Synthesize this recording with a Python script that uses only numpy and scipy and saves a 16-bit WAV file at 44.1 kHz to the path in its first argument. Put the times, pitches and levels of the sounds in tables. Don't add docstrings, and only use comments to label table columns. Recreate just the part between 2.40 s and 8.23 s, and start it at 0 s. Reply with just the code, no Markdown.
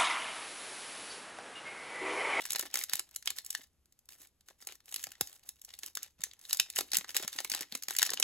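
import sys
import numpy as np
from scipy import signal
from scipy.fft import rfft, irfft, next_fast_len
from scipy.io import wavfile

SR = 44100
rng = np.random.default_rng(int(sys.argv[2]) if len(sys.argv) > 2 else 0)


def ratio_of_db(decibels):
    return 10 ** (np.asarray(decibels, float) / 20)


def transcribe(signal):
    frames = np.atleast_2d(signal).T
    limited = np.clip(frames, -1, 1)
    pcm = np.round(limited * 32767).astype(np.int16)
    wavfile.write(sys.argv[1], SR, pcm)


N = 257103

# (frequency [Hz], density [dB per Hz])
AIR_SPECTRUM = [(20, -8.5), (40, -8.5), (70, 2), (110, -10), (250, -14), (600, -23), (1500, -28),
                (5000, -29), (12000, -27), (17000, -48)]
# (centre [Hz], t60 [s], relative level [dB])
ROOM_DECAY = [(249, 0.24, 4), (674, 0.15, 1), (2000, 0.14, -4), (4740, 0.16, 1), (12400, 0.16, -4.5)]
# (delay [s], gain [dB])
BOX_WALLS = [(.0012, -36.5), (.0025, -33.5), (.0042, -26.5), (.007, -16)]
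# (centre [Hz], width [Hz], gain [dB])
HOLLOW_MODES = [(790, 90, -5), (1810, 180, -6.5), (2990, 200, -10), (3760, 190, -4), (7010, 8100, -13.5)]
# (time [s], envelope peak [dB], pitch [Hz])
SOFT_KNOCKS = [(0.193, -49.5, 473), (0.249, -53, 315), (0.353, -60, 293), (1.191, -54, 272),
               (1.801, -65, 292), (2.102, -63, 382), (2.808, -38.5, 471), (3.566, -50.5, 497),
               (3.793, -58, 156), (4.384, -41.5, 433), (4.531, -54.5, 283), (4.58, -49.5, 197),
               (4.762, -51.5, 466), (4.799, -48, 380), (4.844, -48, 206), (4.954, -53.5, 274.4),
               (5, -60, 445), (5.045, -57, 336), (5.115, -49.5, 256), (5.145, -53, 308),
               (5.207, -46.5, 313), (5.323, -51, 220), (5.349, -46.5, 260), (5.483, -51, 503),
               (5.625, -49, 425), (5.69, -54, 364), (5.714, -46.5, 430), (5.735, -49, 422),
               (5.793, -52, 456)]
# (time [s], nominal level [dB], phase rate [turns per e-fold of time])
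BAR_BUMPS = [(0.103, -55, 1.4), (0.532, -52, 2.14), (2.666, -54.5, 2.06), (2.809, -40, 1.84),
             (4.194, -52.5, 2.7)]
# (start [s], held [s], nominal level [dB], treble re level [dB])
HANDLING_SPELLS = [(0, 0.0067, -29, 7.5), (.05, 0.075, -42, 4), (.11, .09, -39.5, -3),
                   (.21, 0.046, -43, 1.5), (.28, 0.083, -47, -13), (0.328, 0.082, -39, 8.5),
                   (0.473, 0.11, -44.5, -2), (.63, 0.14, -59.5, -4), (0.708, 0.024, -50.5, 0),
                   (0.848, 0.023, -36.5, 3), (.95, 0.026, -41, 5.5), (1.03, 0.17, -57.5, 7),
                   (1.138, 0.089, -53, 5), (1.569, .04, -79, 2), (1.69, 0.035, -47, 9.5),
                   (1.772, 0.067, -53.5, 10), (2.058, 0.035, -53, 9), (2.18, 0.049, -57, 11),
                   (2.27, 0.061, -50, 6), (2.438, 0.21, -53.5, 10), (2.53, 0.044, -54, -2),
                   (2.63, 0.051, -50, -13), (2.7, 0.11, -60, -2), (2.82, 0.086, -55.5, 12),
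                   (2.899, .06, -54, 8), (2.97, 0.11, -60.5, -3), (3.038, 0.041, -51.5, 10.5),
                   (3.13, 0.054, -65.5, 6), (3.21, .19, -62.5, 8), (3.408, 0.065, -48.5, 9),
                   (3.55, 0.11, -52, -9), (3.78, 0.087, -52.5, -1), (3.84, 0.057, -60, 1),
                   (3.93, 0.066, -62.5, -1), (4.01, 0.12, -55.5, 11.5), (4.09, .12, -44, -1),
                   (4.25, 0.1, -53.5, -0.5), (4.343, 0.036, -31, 13), (4.44, 0.15, -55, 7.5),
                   (4.508, 0.079, -39.5, -5), (4.669, 0.041, -41, 4), (4.738, 0.092, -35.5, 0),
                   (4.87, .19, -45.5, 4), (5.088, 0.14, -38.5, -13), (5.24, 0.094, -62, 7),
                   (5.313, 0.028, -41, 1), (5.42, 0.1, -56.5, -4), (5.479, 0.056, -38, 8),
                   (5.568, 0.15, -39, -11), (5.76, 0.026, -40, -18)]
# (time [s], nominal level [dB], bass re level [dB], treble re level [dB], panel pitch [Hz])
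DISTINCT_CREASES = [(.0542, -40.5, -1.5, 10.5, 4540), (.063, -50, -38, 14, 6300),
                    (.106, -39, -19, 16, 3750), (.121, -57, -16, 31, 3730), (.1326, -47, 2, 24.5, 6250),
                    (.15, -38, 0.5, -4, 4080), (.1596, -38, -1, 14, 4040), (.1953, -38.5, -7, 18, 3770),
                    (.199, -41.5, 1.5, 12, 5970), (.2264, -47.5, 9, 12, 2170),
                    (.2329, -55.5, 18.5, -6, 2070), (.2558, -54, 15.5, 10.5, 1900),
                    (.3422, -34.5, -5, 12.5, 4180), (.3566, -33, -3.5, 11.5, 2000),
                    (.3726, -39, -2.5, 12.5, 6170), (.3904, -46, 2, 18, 5190), (.4132, -38, -29, -15, 2160),
                    (.4382, -35.5, -32, 12, 4970), (.4967, -42.5, -8, 10, 4260),
                    (.535, -30.5, -13.5, 11.5, 4200), (.5553, -43.5, -5, 18, 6600),
                    (.595, -37, -6.5, 13.5, 2960), (.762, -45, -8, 19, 4120), (.8263, -51, -22, 6, 4270),
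                    (.8587, -49, -3, 19, 5870), (.8751, -26, -55, 0.5, 3200),
                    (.9045, -35.5, -12.5, 10, 6400), (.9858, -38, -29, 7, 4250),
                    (1.0485, -67, -29, 29.5, 4120), (1.0637, -69.5, -23, 37, 2860),
                    (1.1055, -46.5, -33, 23, 6200), (1.1505, -32.5, -11.5, 3, 1900),
                    (1.4577, -74.5, -5.5, 14, 4520), (1.5245, -71.5, -23.5, 16, 4440),
                    (1.5914, -71, -23.5, 18, 4730), (1.657, -82, -10, 23, 5820),
                    (1.69, -54, -7, 11.5, 4230), (2.009, -67.5, -13.5, 10, 3840),
                    (2.0863, -54.5, -2, 8, 1820), (2.1078, -65, 14.5, -19, 1600),
                    (2.2246, -53, -1, 1, 4800), (2.272, -44.5, -1, 14.5, 6250),
                    (2.2884, -46.5, -12, -4, 2360), (2.3232, -50.5, -0.5, 8, 3130),
                    (2.4044, -61.5, -36, 2, 1660), (2.5246, -45.5, -6, 8, 6480),
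                    (2.5428, -40.5, -17, 15, 6200), (2.5618, -41.5, -11, 17, 4040),
                    (2.5951, -46, -21, -3, 6440), (2.629, -53, -26, 13, 5460),
                    (2.64, -37.5, -49, 12.5, 6200), (2.6694, -49.5, 6.5, 10, 4800),
                    (2.719, -51.5, -24, 13.5, 1780), (2.7542, -54, -30, -12, 1800),
                    (2.8112, -34, 1.5, 17.5, 6300), (2.8734, -53, -32, 14.5, 4480),
                    (3.091, -50.5, -31, 21.5, 6250), (3.217, -65.5, -31, 26, 6300),
                    (3.2493, -55.5, -43, 19.5, 5240), (3.2907, -53.5, -36, 3, 3660),
                    (3.3054, -50, -40, -9, 4870), (3.339, -45.5, -47, 1, 3560),
                    (3.39, -54.5, -37, 19.5, 6400), (3.4339, -40.5, -49, 7, 3400),
                    (3.4624, -47.5, -31, 15.5, 5370), (3.477, -49, -13, -9, 4800),
                    (3.553, -47.5, -37, 21.5, 6400), (3.5722, -34.5, -9.5, 4, 1530),
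                    (3.6312, -54, -17, 26.5, 6200), (3.8183, -50, -27, 8, 3730),
                    (3.838, -36, -17.5, 16, 6160), (3.9133, -52, -25, -5, 3950), (3.935, -57, -18, 9, 3100),
                    (4.0137, -60.5, -25, 11.5, 5210), (4.0527, -50.5, -32, 5, 3880),
                    (4.097, -46, -39, 11, 4900), (4.1095, -38.5, -15, 1, 3790),
                    (4.1305, -30, -39, 13.5, 4770), (4.1476, -41.5, -12, 11, 4700),
                    (4.172, -53.5, -34, 26.5, 4860), (4.1992, -20.5, -48, 3, 2980),
                    (4.2624, -52, -8, -6, 1840), (4.3016, -46, -38, 15, 3580), (4.36, -50, -17, 19, 6560),
                    (4.3684, -35, -22, -6, 3230), (4.388, -28, -4, 7.5, 2020),
                    (4.4086, -36.5, 3, 11.5, 4470), (4.5185, -37, -27, 7.5, 4330),
                    (4.534, -30, -11.5, 4, 4350), (4.5453, -28.5, -27, -3, 4350),
                    (4.5544, -29.5, -33, 0, 3200), (4.57, -34, -37, 20.5, 5830),
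                    (4.5854, -34.5, -15, 7, 6100), (4.6109, -43, -1, -12, 2870),
                    (4.6455, -41, -6.5, -11, 1760), (4.6928, -40, -7, 3, 3230),
                    (4.7466, -42.5, -8, 8, 2800), (4.7667, -31, -10.5, 13.5, 1770),
                    (4.7737, -36, -25, 8, 5600), (4.7976, -46.5, 6, 8, 5120), (4.8309, -41, 1, -12, 1840),
                    (4.879, -34, -14.5, 8.5, 5660), (4.9295, -42, -21, 3, 3540),
                    (4.9877, -28.5, -11, -18, 1880), (5.0039, -46, 8, 16.5, 4100),
                    (5.049, -40.5, -.5, -14, 2240), (5.0996, -43.5, -10, 18, 4450),
                    (5.118, -29, -31, 0.5, 4313), (5.1381, -35, -15, 0, 1860), (5.149, -29, -12, 3, 4670),
                    (5.1743, -49, 4, 9, 3900), (5.2133, -48.5, 3, 13, 4600), (5.3237, -39.5, -9, 3, 4080),
                    (5.352, -37.5, -1, 9.5, 3860), (5.4246, -46, -40, 12, 4500),
                    (5.4354, -48.5, -38, 19, 4370), (5.4851, -35.5, -2, 8.5, 1880),
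                    (5.5082, -39.5, 0.5, 14, 1810), (5.5514, -41, -34, 2, 1880),
                    (5.566, -37.5, -32, 14, 4400), (5.5872, -30.5, -30, 14.5, 6400),
                    (5.5947, -31.5, -14, -1, 3650), (5.619, -24.5, -18.5, 0.5, 1810),
                    (5.6289, -25, -13, 11, 1800), (5.6626, -33.5, -28, -5, 5430),
                    (5.6935, -32, -19, -16, 1880), (5.7038, -39, -9, 15, 4340), (5.7196, -45, 4, 5, 3080),
                    (5.7358, -36, 1, 12, 4240), (5.7738, -37.5, -30, -7, 2980),
                    (5.7999, -35.5, -0.5, 16.5, 6060), (5.8274, -21.5, -36, -1, 2900)]
# (frequency [Hz], difference share [0-1], left phase lead [rad], left minus right [dB])
PHONE_PORTS = [(60, .33, 0, 0), (1100, .24, 0, 2), (3000, .45, .7, 2), (5400, .4, 2.0, .5),
               (6500, .2, .55, 0), (8000, .2, -1.5, 0)]
BAND_EDGES_HZ = (250, 1500, 6000, 15500)

AIR_DB, ROOM_DB = -77, -37
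KNOCK_RISE_S, KNOCK_CYCLES_PER_EFOLD, KNOCK_ROUGH_SHARE = 0.0018, 1.5, 0.43
GRIP_S, LET_GO_S = 0.036, 0.018
BASS_DB, FIRM_DB, BASS_DB_PER_DB = -4, -40.5, -0.3
SWELL_LEAD_S = 0.003
PANEL_LO_HZ, PANEL_HI_HZ = 1700, 6400
NEIGHBOUR_DB, NEIGHBOUR_SCATTER_DB = -12.5, 4.5
SMALL_DB, SMALL_SCATTER_DB = -7.5, 3
SMALL_BASS_DB, SMALL_TREBLE_DB, TINT_SCATTER_DB = -17.5, 2, 10
TREBLE_LAG_S, TOP_HZ = 0.00022, 15550


def band(x, lo_hz, hi_hz):
    return signal.sosfilt(signal.butter(2, [lo_hz, hi_hz], "band", fs=SR, output="sos"), x)


def ring(x, hz, width_hz):
    return signal.lfilter(*signal.iirpeak(hz, hz / width_hz, fs=SR), x)


def unit(x):
    return x / np.sqrt(np.mean(x ** 2))


def add(track, s, sound):
    i = max(int(s * SR), 0)
    track[..., i:i + sound.shape[-1]] += sound[..., :N - i]


def air():
    hz = np.fft.rfftfreq(N, 1 / SR)
    at_hz, density_db = np.transpose(AIR_SPECTRUM)
    gain = ratio_of_db(np.interp(np.log(hz + 1), np.log(at_hz), density_db))
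    tone = irfft(rfft(rng.standard_normal((2, N))) * gain, N)
    return tone * ratio_of_db(AIR_DB) / tone.std()


def room(x):
    t = np.arange(SR // 2) / SR
    tail = np.zeros((2, len(t)))
    for hz, t60_s, db in ROOM_DECAY:
        noise = band(rng.standard_normal(tail.shape), hz / 1.87, min(hz * 1.4, BAND_EDGES_HZ[-1]))
        tail += ratio_of_db(db) * noise * np.exp(-np.log(1000) * t / t60_s)
    tail *= 1 - np.exp(-t / 0.006)
    return np.array([signal.fftconvolve(x, h)[:N] for h in tail])


def box(film):
    heard = film.copy()
    for delay_s, db in BOX_WALLS:
        add(heard, delay_s, -ratio_of_db(db) * film)
    return heard


def hollow(film):
    return film + sum(ratio_of_db(db) * ring(film, hz, width_hz) for hz, width_hz, db in HOLLOW_MODES)


def knocks():
    out, t = np.zeros((2, N)), np.arange(3000) / SR
    front_only = np.array([[1], [0]])
    for s, db, hz in SOFT_KNOCKS:
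        fade = (1 - np.exp(-t / KNOCK_RISE_S)) ** 2 * np.exp(-t * hz / KNOCK_CYCLES_PER_EFOLD)
        tone = np.sin(2 * np.pi * hz * t) * front_only
        uneven = unit(ring(rng.standard_normal((2, len(t))), hz, hz))
        add(out, s, ratio_of_db(db) * fade / fade.max() * (tone + KNOCK_ROUGH_SHARE * uneven))
    return out


def bumps():
    front, t = np.zeros(N), np.arange(2500) / SR
    for s, db, turns in BAR_BUMPS:
        fade = (1 - np.exp(-t / 0.0028)) * np.exp(-t / 0.0094)
        chirp = np.sin(2 * np.pi * turns * np.log(1 + t / 0.001875))
        add(front, s, ratio_of_db(db + 3.5) * fade * chirp)
    return np.array([front, 0 * front])


def handling():
    t, mid, high = np.arange(N) / SR, 1e-6, 1e-6
    for s, held_s, db, treble_db in HANDLING_SPELLS:
        rise = 1 - np.exp(-np.maximum(t - s, 0) / GRIP_S)
        shape = ratio_of_db(db) * rise * np.exp(-np.maximum(t - s - held_s, 0) / LET_GO_S)
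        mid, high = np.hypot(mid, shape), np.hypot(high, shape * ratio_of_db(treble_db))
    return mid, high


def burst(rise_s, fall_s, size):
    t = np.arange(size) / SR - SWELL_LEAD_S
    swell = np.exp(np.minimum(t, 0) / rise_s)
    fade = np.exp(-np.maximum(t, 0) / fall_s)
    return np.where(t < 0, swell, fade)


def colour(low, mid, high):
    return sum((-1) ** k * band(x, BAND_EDGES_HZ[k], BAND_EDGES_HZ[k + 1])
               for k, x in enumerate((low, mid, high)))


def grain():
    ticks = (rng.random(N) < 300 / SR) * ratio_of_db(3.6 * np.minimum(rng.exponential(size=N), 4))
    return unit(signal.fftconvolve(ticks, burst(0.0015, 0.0028, size=900))[:N] + 0.1)


def rustle(mid, high):
    shared = grain()
    low = mid * ratio_of_db(BASS_DB) * (mid / ratio_of_db(FIRM_DB)) ** BASS_DB_PER_DB
    parts = []
    for level in (low, mid, high * ratio_of_db(-1.5)):
        noise = rng.standard_normal((2, N))
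        parts.append(noise * (0.62 * shared + 0.4 * grain()) * ratio_of_db(-9) * level)
    return colour(*parts)


def spiky_noise(size, scatter_db):
    return rng.standard_normal((2, size)) * ratio_of_db(scatter_db * rng.standard_normal(size))


def panels(snap, hz):
    rung = ratio_of_db(3.5) * ring(snap, hz, 300 + 0.033 * hz)
    for u, g in zip(rng.random(3), rng.standard_normal(3)):
        near_hz = PANEL_LO_HZ * (PANEL_HI_HZ / PANEL_LO_HZ) ** u
        near_gain = ratio_of_db(NEIGHBOUR_DB + NEIGHBOUR_SCATTER_DB * g)
        rung = rung + near_gain * ring(snap, near_hz, 0.053 * near_hz)
    return rung


def cracks(rows):
    parts, panel = np.zeros((3, 2, N)), np.zeros((2, N))
    for s, db, bass_db, treble_db, hz in rows:
        slips = spiky_noise(size=450, scatter_db=3)
        bands = [(bass_db - 0.5, 0.003), (-4, 0.002), (treble_db - 8, 0.0018)]
        for part, (part_db, fall_s) in zip(parts, bands):
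            snap = unit(slips * burst(0.00087, fall_s, size=450))
            add(part, s - SWELL_LEAD_S, ratio_of_db(db + part_db) * snap)
        add(panel, s - SWELL_LEAD_S, -ratio_of_db(db) * panels(snap, hz))
    return colour(*parts) + panel


def small_creases(level, count):
    when, size, pitch = rng.random((count, 3)).T
    bass, treble = rng.standard_normal((count, 2)).T
    db = 20 * np.log10(level[(when * N).astype(int)])
    db = db + SMALL_DB - SMALL_SCATTER_DB * np.log(1 - 0.9 * size)
    bass_db = SMALL_BASS_DB + TINT_SCATTER_DB * bass
    treble_db = SMALL_TREBLE_DB + TINT_SCATTER_DB * treble
    hz = PANEL_LO_HZ * (PANEL_HI_HZ / PANEL_LO_HZ) ** pitch
    return np.transpose([when * N / SR, db, bass_db, treble_db, hz])


def scene():
    mid, high = handling()
    film = cracks(DISTINCT_CREASES) + cracks(small_creases(mid, count=520)) + rustle(mid, high)
    film = hollow(film)
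    return box(film) + ratio_of_db(ROOM_DB) * room(film[0]) + bumps() + knocks() + air()


def band_limit(x):
    return signal.sosfilt(signal.butter(12, 17140, fs=SR, output="sos"), x)


def record(dry):
    size = next_fast_len(N + 512)
    hz = np.fft.rfftfreq(size, 1 / SR)
    at_hz, *columns = np.transpose(PHONE_PORTS)
    share, lead_rad, pan_db = (np.interp(hz, at_hz, c) for c in columns)
    lead_rad = lead_rad - 2 * np.pi * TREBLE_LAG_S * np.maximum(hz - at_hz[-1], 0)
    rolloff = np.sqrt(1 + (hz / TOP_HZ) ** 50 + (hz / TOP_HZ / 1.04) ** 200)
    front, sides = rfft(dry, size) / rolloff
    left = (front + share * sides) * ratio_of_db(pan_db / 2) * np.exp(0.5j * lead_rad)
    right = (front - share * sides) * ratio_of_db(-pan_db / 2) * np.exp(-0.5j * lead_rad)
    mix = irfft(np.array([left, right]), size)[:, :N]
    return band_limit(mix)


dry = scene()
out = record(dry)
transcribe(out)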